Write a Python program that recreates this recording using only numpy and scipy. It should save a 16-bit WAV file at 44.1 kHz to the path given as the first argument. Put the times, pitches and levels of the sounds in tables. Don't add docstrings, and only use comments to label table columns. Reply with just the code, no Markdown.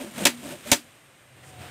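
import sys
import numpy as np
from scipy import signal
from scipy.io import wavfile
from scipy.ndimage import uniform_filter1d

SR = 44100
rng = np.random.default_rng(int(sys.argv[2]) if len(sys.argv) > 2 else 0)


def master_out(mix):
    frames = np.transpose(np.atleast_2d(mix))
    ceiling = np.clip(frames, -1, 1)
    pcm = np.round(ceiling * 32767).astype(np.int16)
    wavfile.write(sys.argv[1], SR, pcm)


N = 74970
TIME = np.arange(N) / SR


def from_db(db):
    return 10 ** (np.asarray(db) / 20)


def unit_power(x):
    return x / np.sqrt(np.mean(x ** 2) + 1e-20)


def at_hz(points, hz):
    points = np.array(points)
    return np.interp(np.log(hz), np.log(points[:, 0]), points[:, 1])


def butterworth(x, hz, kind):
    return signal.sosfilt(signal.butter(2, hz, kind, fs=SR, output="sos"), x)


def drift(rate_hz):
    pole = np.exp(-2 * np.pi * rate_hz / SR)
    wander = signal.lfilter([1], [1, -2 * pole, pole * pole], rng.standard_normal(2 * N))
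    return unit_power(wander[N:])


def bands(source):
    edges = 31.25 * 2 ** (np.arange(28) / 3)
    draws = source(), source()
    return [(np.sqrt(lo * hi), butterworth(draws[k % 2] + 1e-18, [lo, hi], "band"))
            for k, (lo, hi) in enumerate(zip(edges, edges[1:]))]


def coloured(source, spectrum):
    return unit_power(sum(from_db(at_hz(spectrum, hz)) * band for hz, band in bands(source)))


def resonance(x, hz, width_hz):
    pole = np.exp(-np.pi * width_hz / SR)
    feedback = [1, -2 * pole * np.cos(2 * np.pi * hz / SR), pole * pole]
    return signal.lfilter(np.array([1, 0, -1]) * (1 - pole * pole) / 2, feedback, x + 1e-18)


def dying(t60_s, hold_s=0):
    return np.exp(-np.log(1000) * np.maximum(TIME - hold_s, 0) / t60_s)


def mode(hz, t60_s, build_s=0.005):
    return np.sin(2 * np.pi * hz * TIME) * dying(t60_s) * (1 - np.exp(-TIME / build_s))


def delayed(x, seconds):
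    return np.interp(np.arange(N) - np.round(seconds * SR), np.arange(N), x, left=0)


def hiss():
    return rng.standard_normal(N)


def tears(per_second=7000):
    size_db = np.minimum(rng.exponential(1, N), 5)
    clicks = from_db(size_db) * rng.choice([-1, 1], N)
    return clicks * (rng.random(N) < per_second / SR)


def pressure(start, length, release, attack_s, swell_db=2.5):
    age = TIME - start
    swell = from_db(swell_db * (np.clip(age / length, 0, 1) - 1.5))
    return swell * np.exp(np.minimum(age, 0) / attack_s - np.maximum(age - length, 0) / release)


def plank(pitch):
    # frequency in Hz, width in Hz, relative level in dB.
    plank_modes = [(176, 50, -3.5), (207, 19.7, 2), (250, 27, 0.5), (362.3, 19, -2.5), (573.6, 45, -2.5),
                   (724, 65, -8.5), (905, 41, -11)]
    shaking = tears()
    wood = sum((-1) ** k * from_db(db) * resonance(shaking, hz * pitch, width)
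               for k, (hz, width, db) in enumerate(plank_modes))
    wood = butterworth(unit_power(wood), [110, 1100], "band")
    return wood / np.sqrt(uniform_filter1d(wood * wood, size=1000) + 1e-9)


def grating():
    # start, length and release in seconds,
    # relative levels of rasp and rumble in dB, pitch factor of the plank.
    strokes = [(-0.02, 0.027, 0.055, -39, -35, 1.004), (0.183, 0.061, 0.0049, -31.5, -31, 0.97),
               (0.434, 0.092, 0.028, -39.5, -39, 0.98), (0.679, 0.034, 0.024, -35, -46.5, 0.97)]
    # frequency in Hz, relative spectral density in dB.
    rasp_spectrum = [(40, -33), (80, 7), (200, 10.5), (400, 6), (900, -0.5), (1300, 1.5), (2600, 2.5),
                     (3800, -1.5), (5000, -8), (7500, -4), (10000, -12.5), (12000, -5.5), (15500, -17)]
    rasp_gain, rumble = 0, 0
    for start, length, release, rasp_db, rumble_db, pitch in strokes:
        rasp_gain += from_db(rasp_db) * pressure(start, length, release, attack_s=0.022)
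        rumble += from_db(rumble_db) * pressure(start, length, release, attack_s=0.015) * plank(pitch)
    slide_gain = from_db(-49) * np.exp(-np.maximum(TIME - 0.68, 0) / 0.19)
    judder = from_db(1.5 * drift(rate_hz=140))
    rasp = np.hypot(rasp_gain, slide_gain) * coloured(tears, rasp_spectrum)
    return judder * (rasp + rumble)


def air():
    # frequency in Hz, relative spectral density in dB.
    air_spectrum = [(30, -12), (60, -8), (130, 7.5), (200, -2.5), (330, 1.5), (450, -6), (590, 3),
                    (800, -3.5), (2500, -2.5), (3500, -8.5), (5000, -16.5), (7500, -13.5), (10000, -46.5),
                    (12000, -2.5), (15500, -37)]
    background = from_db(-56) * coloured(hiss, air_spectrum)
    thin_hiss = from_db(-75.5) * unit_power(resonance(hiss(), hz=8680, width_hz=600))
    return background + thin_hiss


def groans(waver_hz=11.38):
    # centre in seconds, level in dB, pitch in Hz, glide in Hz a second, half length in seconds.
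    slips = [(0.033, -41.5, 300, 1503, 0.045), (0.08, -41.5, 212, 2, 0.023),
             (0.226, -27, 205, 1196.5, 0.0084), (0.457, -32.5, 275, 1499, 0.011),
             (0.459, -42.5, 585, -1500, 0.016), (0.54, -40, 600, 500.5, 0.014),
             (0.547, -41.5, 355, -1000, 0.021), (0.668, -37.5, 585, 1502, 0.012),
             (0.707, -37, 235, -1, 0.024)]
    out = np.zeros(N)
    for centre, db, hz, glide, half_length in slips:
        pitch = hz + glide * (TIME - centre) + waver_hz * drift(rate_hz=63.5)
        envelope = from_db(db) * np.exp(-((TIME - centre) / half_length) ** 2)
        out += envelope * np.sin(2 * np.pi * np.cumsum(pitch) / SR)
    return out


def clack():
    # frequency in Hz, relative spectral density in dB.
    clack_spectrum = [(30, -42), (100, 2.5), (170, -8), (280, 15), (430, -5), (700, -4.5), (1000, -7),
                      (1300, -3.5), (1800, -1.5), (2500, -2.5), (3500, -0.5), (4800, -2), (6200, -7),
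                      (8300, 1), (10000, -13.5), (13000, -8), (15500, -19)]
    # frequency in Hz, seconds to fall by 60 dB.
    tail_t60 = [(150, 0.12), (700, 0.16), (2500, 0.15), (7000, 0.15), (14000, 0.16)]
    parts = [(hz, from_db(at_hz(clack_spectrum, hz)) * band) for hz, band in bands(hiss)]
    crack = dying(t60_s=0.042, hold_s=0.0047)
    contact = sum(band * np.hypot(crack, from_db(-7) * dying(at_hz(tail_t60, hz))) for hz, band in parts)
    return contact / np.std(sum(band for _, band in parts))


def knocks(damping_s=0.011):
    # start in seconds, clack gain in dB, rebound delay in seconds, then gains in dB of rebound,
    # metallic bite, thump and plank ring, and last the seconds until the hand stills the plank.
    strikes = [(0.2530, -13, 0.0135, -1, -2, -42, -36.5, 0.16),
               (0.7160, -11.5, 0.0122, -1.5, -52, -12, -47, 0.11)]
    # frequency in Hz, relative level in dB.
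    grater_modes = [(160, -8), (275, -1.5), (376, -24), (572, 4.5), (713, -0.5), (908, 0), (992, -4.5),
                    (1576, -6.5), (2286, -3.5), (2446, -2.5), (2590, -4), (2785, -10), (3260, -3),
                    (3366, -5), (3828, -9), (4344, -7), (4650, -10), (5471, -6.5), (6033, 4.5), (7449, -1)]
    out = np.zeros(N)
    thump = butterworth(mode(hz=91.8, t60_s=0.027, build_s=0.0014), 55, "high")
    for start, db, rebound_s, rebound_db, bite_db, thump_db, ring_db, ring_s in strikes:
        metal = sum(rng.choice([-1, 1]) * from_db(level + rng.normal(0, 1)) * mode(hz, t60_s=0.089)
                    for hz, level in grater_modes)
        bright_noise = unit_power(resonance(hiss(), hz=6370, width_hz=3700))
        snap = from_db(2.5) * dying(t60_s=0.005, hold_s=0.0027) * bright_noise
        hit = snap + clack() + from_db(-6) * metal
        hit += from_db(rebound_db) * delayed(clack(), rebound_s)
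        hit += from_db(bite_db) * resonance(hit, hz=2240, width_hz=870)
        hand_damping = np.exp(-np.maximum(TIME - ring_s, 0) / damping_s)
        plank_ring = mode(hz=241, t60_s=2.2) * hand_damping
        knock = from_db(db) * hit + from_db(thump_db) * thump + from_db(ring_db) * plank_ring
        out += delayed(knock, start)
    return out


def scooping(waver_hz=5, waver_db=1.5):
    # time in seconds, level in dB.
    scoop_levels = [(0.9, -79), (1.25, -77), (1.38, -56.5), (1.48, -52), (1.58, -49.5), (1.615, -42),
                    (1.7, -45)]
    # frequency in Hz, relative spectral density in dB.
    pulp_spectrum = [(50, -20), (90, 19.5), (200, 7.5), (350, 8.5), (600, 7.5), (1000, 2), (1800, 2.5),
                     (3000, 2.5), (5000, -8.5), (8000, -10), (11000, -15.5), (15500, -13)]
    # pitch in Hz on reaching full level, glide in Hz a second,
    # full level in dB, time it is reached in seconds, rise time in seconds.
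    basin_hums = [(128, -1, -47.5, 1.63, 0.23), (746, -220, -52.5, 1.52, 0.057)]
    # centre in seconds, level in dB, frequency and width in Hz, half length in seconds.
    squelches = [(1.44, -49.5, 1570, 500, 0.007), (1.483, -57.5, 6900, 4000, 0.043),
                 (1.68, -50.5, 1560, 150.1, 0.015)]
    out = from_db(np.interp(TIME, *np.transpose(scoop_levels))) * coloured(tears, pulp_spectrum)
    for hz, glide, db, full_at, rise in basin_hums:
        pitch = hz + glide * (TIME - full_at) + waver_hz * drift(rate_hz=25)
        gain = from_db(db + waver_db * drift(rate_hz=25))
        swell = np.exp(np.minimum(TIME - full_at, 0) / rise)
        out += gain * swell * np.sin(2 * np.pi * np.cumsum(pitch) / SR)
    for centre, db, hz, width, half_length in squelches:
        envelope = from_db(db) * np.exp(-((TIME - centre) / half_length) ** 2)
        out += envelope * unit_power(resonance(tears(), hz, width))
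    return out


def scene():
    soft = grating() + scooping() + air()
    sheen = from_db(6) * resonance(soft, hz=8680, width_hz=600)
    return (soft + sheen + knocks() + groans())[None]


def record(dry):
    rounded = 0.9 * np.tanh(dry / 0.9)
    return signal.sosfilt(signal.cheby2(16, 70, 16300, fs=SR, output="sos"), rounded)


dry = scene()
out = record(dry)
master_out(out)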